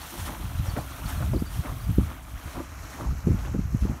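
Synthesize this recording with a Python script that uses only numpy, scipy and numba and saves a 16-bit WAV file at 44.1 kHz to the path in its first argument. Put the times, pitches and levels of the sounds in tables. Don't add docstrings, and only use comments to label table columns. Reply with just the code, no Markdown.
import sys
import numpy as np
from scipy import signal
from scipy.fft import rfft, irfft
from scipy.io import wavfile
from scipy.ndimage import uniform_filter1d, map_coordinates
from numba import njit

SR = 44100
rng = np.random.default_rng(int(sys.argv[2]) if len(sys.argv) > 2 else 0)


def digitize_waveform(pressure):
    field = np.atleast_2d(pressure).T
    bounded = np.clip(field, -1, 1)
    quanta = np.round(bounded * 32767).astype(np.int16)
    wavfile.write(sys.argv[1], SR, quanta)


N = 176400
TIME_S, FREQ_HZ = np.arange(N) / SR, np.fft.rfftfreq(N, 1 / SR)


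def gain(db):
    return 10 ** (np.asarray(db) / 20)


def unit(sound):
    return sound / (sound.std() + 1e-12)


def curve(rows, column=1):
    rows = np.array(rows)
    return np.interp(TIME_S, rows[:, 0], rows[:, column])


def colour(sound, tone):
    hz, db = np.array(tone).T
    boost_db = np.interp(np.log(FREQ_HZ + 1), np.log(hz), db)
    return unit(irfft(rfft(sound) * gain(boost_db), N))


def swell(peak_s, rise_s, fade_s):
    t = TIME_S - peak_s
    return np.exp(-(np.minimum(t, 0) / rise_s) ** 2 - np.maximum(t, 0) / fade_s)


def burst(sound, shape):
    return sound * shape * np.linalg.norm(shape) / np.linalg.norm(sound * shape)


def wander(per_s):
    values = rng.standard_normal(1024)
    return unit(map_coordinates(values, [TIME_S * per_s], order=1, mode="wrap"))


@njit
def ring(start_s, hz, cycles, size, glide):
    out = np.zeros(N)
    for k in range(len(start_s)):
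        length, phase = int(cycles[k] * SR / hz[k]), 0.
        for i in range(length):
            j = int(start_s[k] * SR) + i
            phase += 2 * np.pi * hz[k] * (1 + glide * i / length) / SR
            if 0 <= j < N:
                out[j] += size[k] * np.exp(-5 * i / length) * np.sin(phase)
    return out


def bubbles(per_s, low_hz, high_hz, cycles, spread_db):
    when, pitch, life, chance = rng.random((60000, 4))[:int(per_s * N / SR)].T.copy()
    hz = low_hz * (high_hz / low_hz) ** pitch
    size = gain(-spread_db * np.log(chance + 0.01))
    return unit(ring(when * N / SR, hz, cycles * (.5 + life), size, glide=0.11))


def drops(spread_db, per_s=5500):
    chance, size = rng.random((2, N))
    hits = (chance < per_s / SR) * rng.choice([-1, 1], N)
    patter = hits * gain(-spread_db * np.log(size + 0.002))
    return unit(patter) + rng.standard_normal(N) * gain(3.5)


def flurries(sound, depth_db=1.23, per_s=55):
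    octave = np.log2(np.clip(FREQ_HZ, 1000, 16000) / 1000)
    bands = (irfft(rfft(sound) * np.maximum(1 - abs(octave - k), 0), N) for k in range(5))
    return sum(band * gain(depth_db * wander(per_s)) for band in bands)


# time_s, babble_db, fizz_db
CHURN = [(0, -47, -46), (.17, -47.5, -41.5), (.37, -47, -47), (.9, -47, -46.5), (1.15, -43.5, -46),
         (1.47, -49.5, -49.5), (1.8, -50, -48), (2.08, -45, -49.5), (2.22, -51, -54.5), (2.44, -47, -48.5),
         (2.68, -50, -50.5), (2.9, -49.5, -46), (3.14, -53, -51), (3.38, -47.5, -48), (3.63, -53, -53),
         (3.85, -51.5, -48.5), (4, -49.5, -53)]
# pitch_hz, boost_db
BABBLE_TONE = [(150, -33), (280, 8.5), (420, -18.5), (650, 0), (900, -3.5), (1300, 1), (1800, -8.5),
               (2300, -8.5), (3200, -13.5), (6000, -49)]
NEAR_FIZZ_TONE = [(1500, 4), (2600, 0), (3200, 4), (4100, 1.5), (4900, -3.5), (5800, 1.5), (7800, -2),
                  (9500, 1.5), (10800, -0.5), (12500, 2.5), (15500, -3)]
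FAR_FIZZ_TONE = [(1500, 8), (2500, 2), (3400, -8.5), (4100, -0.5), (4900, -4.5), (5600, 2), (6600, 2),
                 (8200, -5.5), (10000, -7.5), (11800, -2), (15500, -11)]


def churned_water(far_from_s=2.24, far_by_s=2.8):
    big = bubbles(4000, 200, 4810, cycles=12.3, spread_db=3)
    babble = colour(np.diff(big, prepend=0), BABBLE_TONE)
    babble *= gain(curve(CHURN, 1) + wander(40))
    patter = drops(spread_db=3.5)
    tiny = bubbles(1500, 2277, 13100, cycles=53, spread_db=3.5)
    fizz = patter + gain(-5) * unit(np.diff(tiny, prepend=0))
    far = np.clip((TIME_S - far_from_s) / (far_by_s - far_from_s), 0, 1)
    fizz = (1 - far) * colour(fizz, NEAR_FIZZ_TONE) + far * colour(fizz, FAR_FIZZ_TONE)
    return babble + flurries(fizz) * gain(curve(CHURN, 2))


# time_s, level_db
GUSTS = [(0.0, -39), (0.15, -51), (0.19, -29), (0.37, -40.5), (0.43, -26), (0.5, -33), (0.54, -36.5),
         (0.75, -34.5), (1.0, -38.5), (1.06, -24), (1.1, -36), (1.14, -28), (1.34, -22.5), (1.49, -35.5),
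         (1.6, -25.5), (1.64, -47), (1.7, -28), (1.8, -34.5), (1.9, -23.5), (1.95, -30), (1.99, -19),
         (2.15, -40), (2.31, -40.5), (2.34, -33), (2.42, -49), (2.46, -30), (2.53, -47), (2.57, -31.5),
         (2.63, -41.5), (2.83, -36), (2.94, -45), (3.11, -22), (3.22, -41), (3.26, -24.5), (3.32, -23.5),
         (3.43, -30), (3.61, -26), (3.7, -33), (3.75, -21), (3.8, -36), (3.83, -16.5), (3.88, -33),
         (3.9, -22.5), (4.0, -47)]
# pitch_hz, boost_db
WIND_TONE = [(18, -22), (30, -32), (42, -1.5), (58, 3.5), (85, 0), (130, -7), (200, -14), (300, -29),
             (450, -33.5), (900, -72)]


def wind(brighten=0.18):
    gust_db = curve(GUSTS)
    rumble = colour(rng.standard_normal(N), WIND_TONE)
    rumble /= np.sqrt(uniform_filter1d(rumble ** 2, SR // 32) + 0.17)
    bass = signal.sosfiltfilt(signal.butter(2, 110, fs=SR, output="sos"), rumble)
    upper = (rumble - bass) * gain(brighten * (gust_db - gust_db.max()))
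    return gain(gust_db) * (bass + upper)


# start_s, length_s, from_hz, to_hz, relative_level_db
BIRD_NOTES = [(.005, 0.032, 4450, 4250, -48.5), (0.47, .03, 5240, 4400, -55), (.578, 0.02, 3770, 4150, -48),
              (.662, 0.032, 6080, 4840, -48), (0.692, 0.021, 4900, 4120, -43.5),
              (.795, .025, 4800, 4700, -51), (1.055, 0.02, 4200, 4450, -45), (1.17, .018, 4500, 4000, -50),
              (1.334, .014, 5470, 4600, -49), (1.357, 0.0177, 4900, 3940, -47),
              (1.381, 0.025, 4660, 4900, -50), (1.45, 0.046, 4680, 4550, -51),
              (1.797, 0.028, 4450, 4650, -52), (1.83, 0.032, 5300, 4400, -52)]


def bird():
    out, waver = 0, 1 + 0.0243 * wander(350)
    for start_s, length_s, from_hz, to_hz, db in BIRD_NOTES:
        progress = np.clip((TIME_S - start_s) / length_s, 0, 1)
        hz = (from_hz + (to_hz - from_hz) * progress) * waver
        out += gain(db) * np.sin(np.pi * progress) * np.sin(2 * np.pi * np.cumsum(hz) / SR)
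    return out * gain(wander(160) - 0.5)


# peak_s, level_db, rise_s, fade_s
SPRAY_SHEETS = [(.03, -44.5, 0.033, 0.085), (.20, -40, 0.02, 0.048), (.268, -38, 0.017, 0.014),
                (.66, -45, 0.021, 0.072), (.772, -54, 0.021, 0.013), (1.10, -39, 0.03, 0.039),
                (1.56, -44, 0.06, 0.092), (1.66, -53, .02, .045), (2.05, -54, 0.039, 0.046),
                (2.55, -49, .1, 0.071), (2.94, -50, 0.048, 0.073), (3.015, -50.5, 0.024, 0.029),
                (3.42, -53, 0.047, 0.077), (3.83, -52.5, 0.045, .04)]
# pitch_hz, boost_db
SPRAY_TONE = [(530, -11), (900, 6), (1090, 1), (2070, -0.5), (2310, -8.5), (3260, -1.5), (4880, -9.5),
              (5500, -6), (8050, -10), (8750, -5.5), (15500, -12)]


def spray():
    power = sum((gain(db) * swell(peak_s, rise_s, fade_s)) ** 2
                for peak_s, db, rise_s, fade_s in SPRAY_SHEETS)
    return np.sqrt(power) * colour(drops(spread_db=2), SPRAY_TONE)


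# peak_s, slosh_db, pitch_hz, rise_s, fade_s, gulp_db
HOOF_PLUNGES = [(0.134, -47, 900, .008, 0.053, -41.5), (0.296, -38, 1200, .03, 0.058, -38.5),
                (.655, -43, 1180, 0.0065, 0.12, -65), (.777, -32, 836, .016, 0.016, -29.5),
                (.99, -44, 960, 0.012, 0.011, -52), (1.105, -51, 1500, 0.034, 0.066, -47),
                (1.225, -41, 1140, .035, 0.028, -41), (1.658, -37.5, 1010, 0.021, 0.056, -38.5),
                (2.112, -44, 1330, 0.026, 0.043, -45.5), (2.475, -42.5, 1120, 0.0046, 0.021, -50),
                (2.568, -37, 970, 0.017, 0.023, -34.5), (2.599, -48, 900, 0.0067, 0.015, -33.5),
                (2.94, -46, 1200, 0.022, 0.033, -47), (3.013, -38, 1080, 0.02, 0.053, -37.5),
                (3.46, -39.5, 1090, 0.02, .025, -39), (3.9, -44.5, 955, 0.042, 0.085, -42)]
# pitch_hz, boost_db
GULP_TONE = [(70, -61), (140, -4), (280, 3), (350, 7.5), (450, -44), (600, 3), (900, -26), (2000, -50)]


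def hooves(width_octaves=0.91, gulp_lag_s=.004):
    cloud = rfft(bubbles(6000, 264, 7300, cycles=9.7, spread_db=6))
    gulp = colour(bubbles(1200, 139, 766, cycles=4.4, spread_db=2), GULP_TONE)
    out = 0
    for peak_s, slosh_db, hz, rise_s, fade_s, gulp_db in HOOF_PLUNGES:
        octaves_away = np.log2((FREQ_HZ + 1) / hz)
        slosh = irfft(cloud / (1 + (octaves_away / width_octaves) ** 2), N)
        out += gain(slosh_db) * burst(slosh, swell(peak_s, rise_s, fade_s))
        out += gain(gulp_db) * burst(gulp, swell(peak_s + gulp_lag_s, rise_s, fade_s))
    return out


# time_s, level_db, rough_pitch_hz, flutter_s
THUMPS = [(0.193, -28.5, 110, .012), (0.432, -24, 90, 0.017), (.555, -22, 80, 0.058),
          (0.598, -18.5, 103, 0.031), (.688, -19.5, 97, 0.018), (0.738, -16.5, 111, 0.0061),
          (.792, -23, 99, 0.014), (1.054, -21, 122, 0.016), (1.218, -23, 99, 0.023),
          (1.243, -26, 160, 0.0092), (1.329, -18.5, 120, 0.0091), (1.336, -20, 570, 0.0056),
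          (1.348, -18.5, 247, 0.025), (1.361, -22.5, 306, .012), (1.423, -15, 246, 0.0033),
          (1.595, -17, 88.5, 0.011), (1.895, -14, 142, 0.021), (1.985, -7, 240, 0.0034),
          (1.995, -16, 184, 0.0067), (2.019, -16.5, 151, 0.0076), (2.355, -30, 60, 0.0088),
          (3.1, -16, 68, 0.064), (3.273, -8.5, 280, 0.0052), (3.285, -14.5, 250, 0.0074),
          (3.308, -6.5, 176, .014), (3.347, -13.5, 139, 0.0048), (3.549, -13.5, 244, 0.0088),
          (3.593, -9.5, 190, 0.0058), (3.657, -19, 90, 0.019), (3.748, -13, 198, 0.0027),
          (3.825, -15.5, 155, 0.0069), (3.854, -13, 237, 0.0074), (3.898, -12.5, 145, 0.0084)]


def wind_thumps(flutter_db=-12):
    out, noise = 0, rfft(rng.standard_normal(N))
    for time_s, db, hz, flutter_s in THUMPS:
        pulse = 1 / (1 - .5j * np.pi * hz * (TIME_S - time_s)) ** 4
        swing = np.real(np.exp(2j * np.pi * rng.random()) * pulse)
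        rumble = irfft(noise * FREQ_HZ ** 2 / (1 + (FREQ_HZ / hz) ** 6.03), N)
        flutter = burst(rumble, swell(time_s + flutter_s / 2, flutter_s, flutter_s))
        out += gain(db) * (swing + gain(flutter_db) * flutter)
    return out


# time_s, level_db
DROP_TICKS = [(1.917, -44), (1.958, -45), (2.556, -47), (3.183, -48)]
# pitch_hz, boost_db
TICK_TONE = [(5000, -30), (9000, -9), (12000, 4), (15500, -2)]


def single_drops():
    loudness = sum(gain(db) * swell(time_s, rise_s=.001, fade_s=.0037) for time_s, db in DROP_TICKS)
    return loudness * colour(rng.standard_normal(N), TICK_TONE)


def outdoors(sound, echo_db, echo_s=0.2):
    t = np.arange(SR // 2) / SR
    tail = rng.standard_normal(len(t)) * np.exp(-np.log(1000) * t / echo_s) * (t > .006)
    return sound + gain(echo_db) * signal.fftconvolve(sound, tail / np.linalg.norm(tail))[:N]


def scene():
    water = hooves() + spray() + single_drops() + churned_water()
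    mix = outdoors(water, echo_db=-13) + outdoors(bird(), echo_db=-7) + wind() + wind_thumps()
    return mix[None]


def record(dry):
    sound = signal.sosfilt(signal.butter(2, 28, "high", fs=SR, output="sos"), dry)
    return signal.sosfilt(signal.ellip(10, .2, 80, 15600, fs=SR, output="sos"), sound)


dry = scene()
out = record(dry)
digitize_waveform(out)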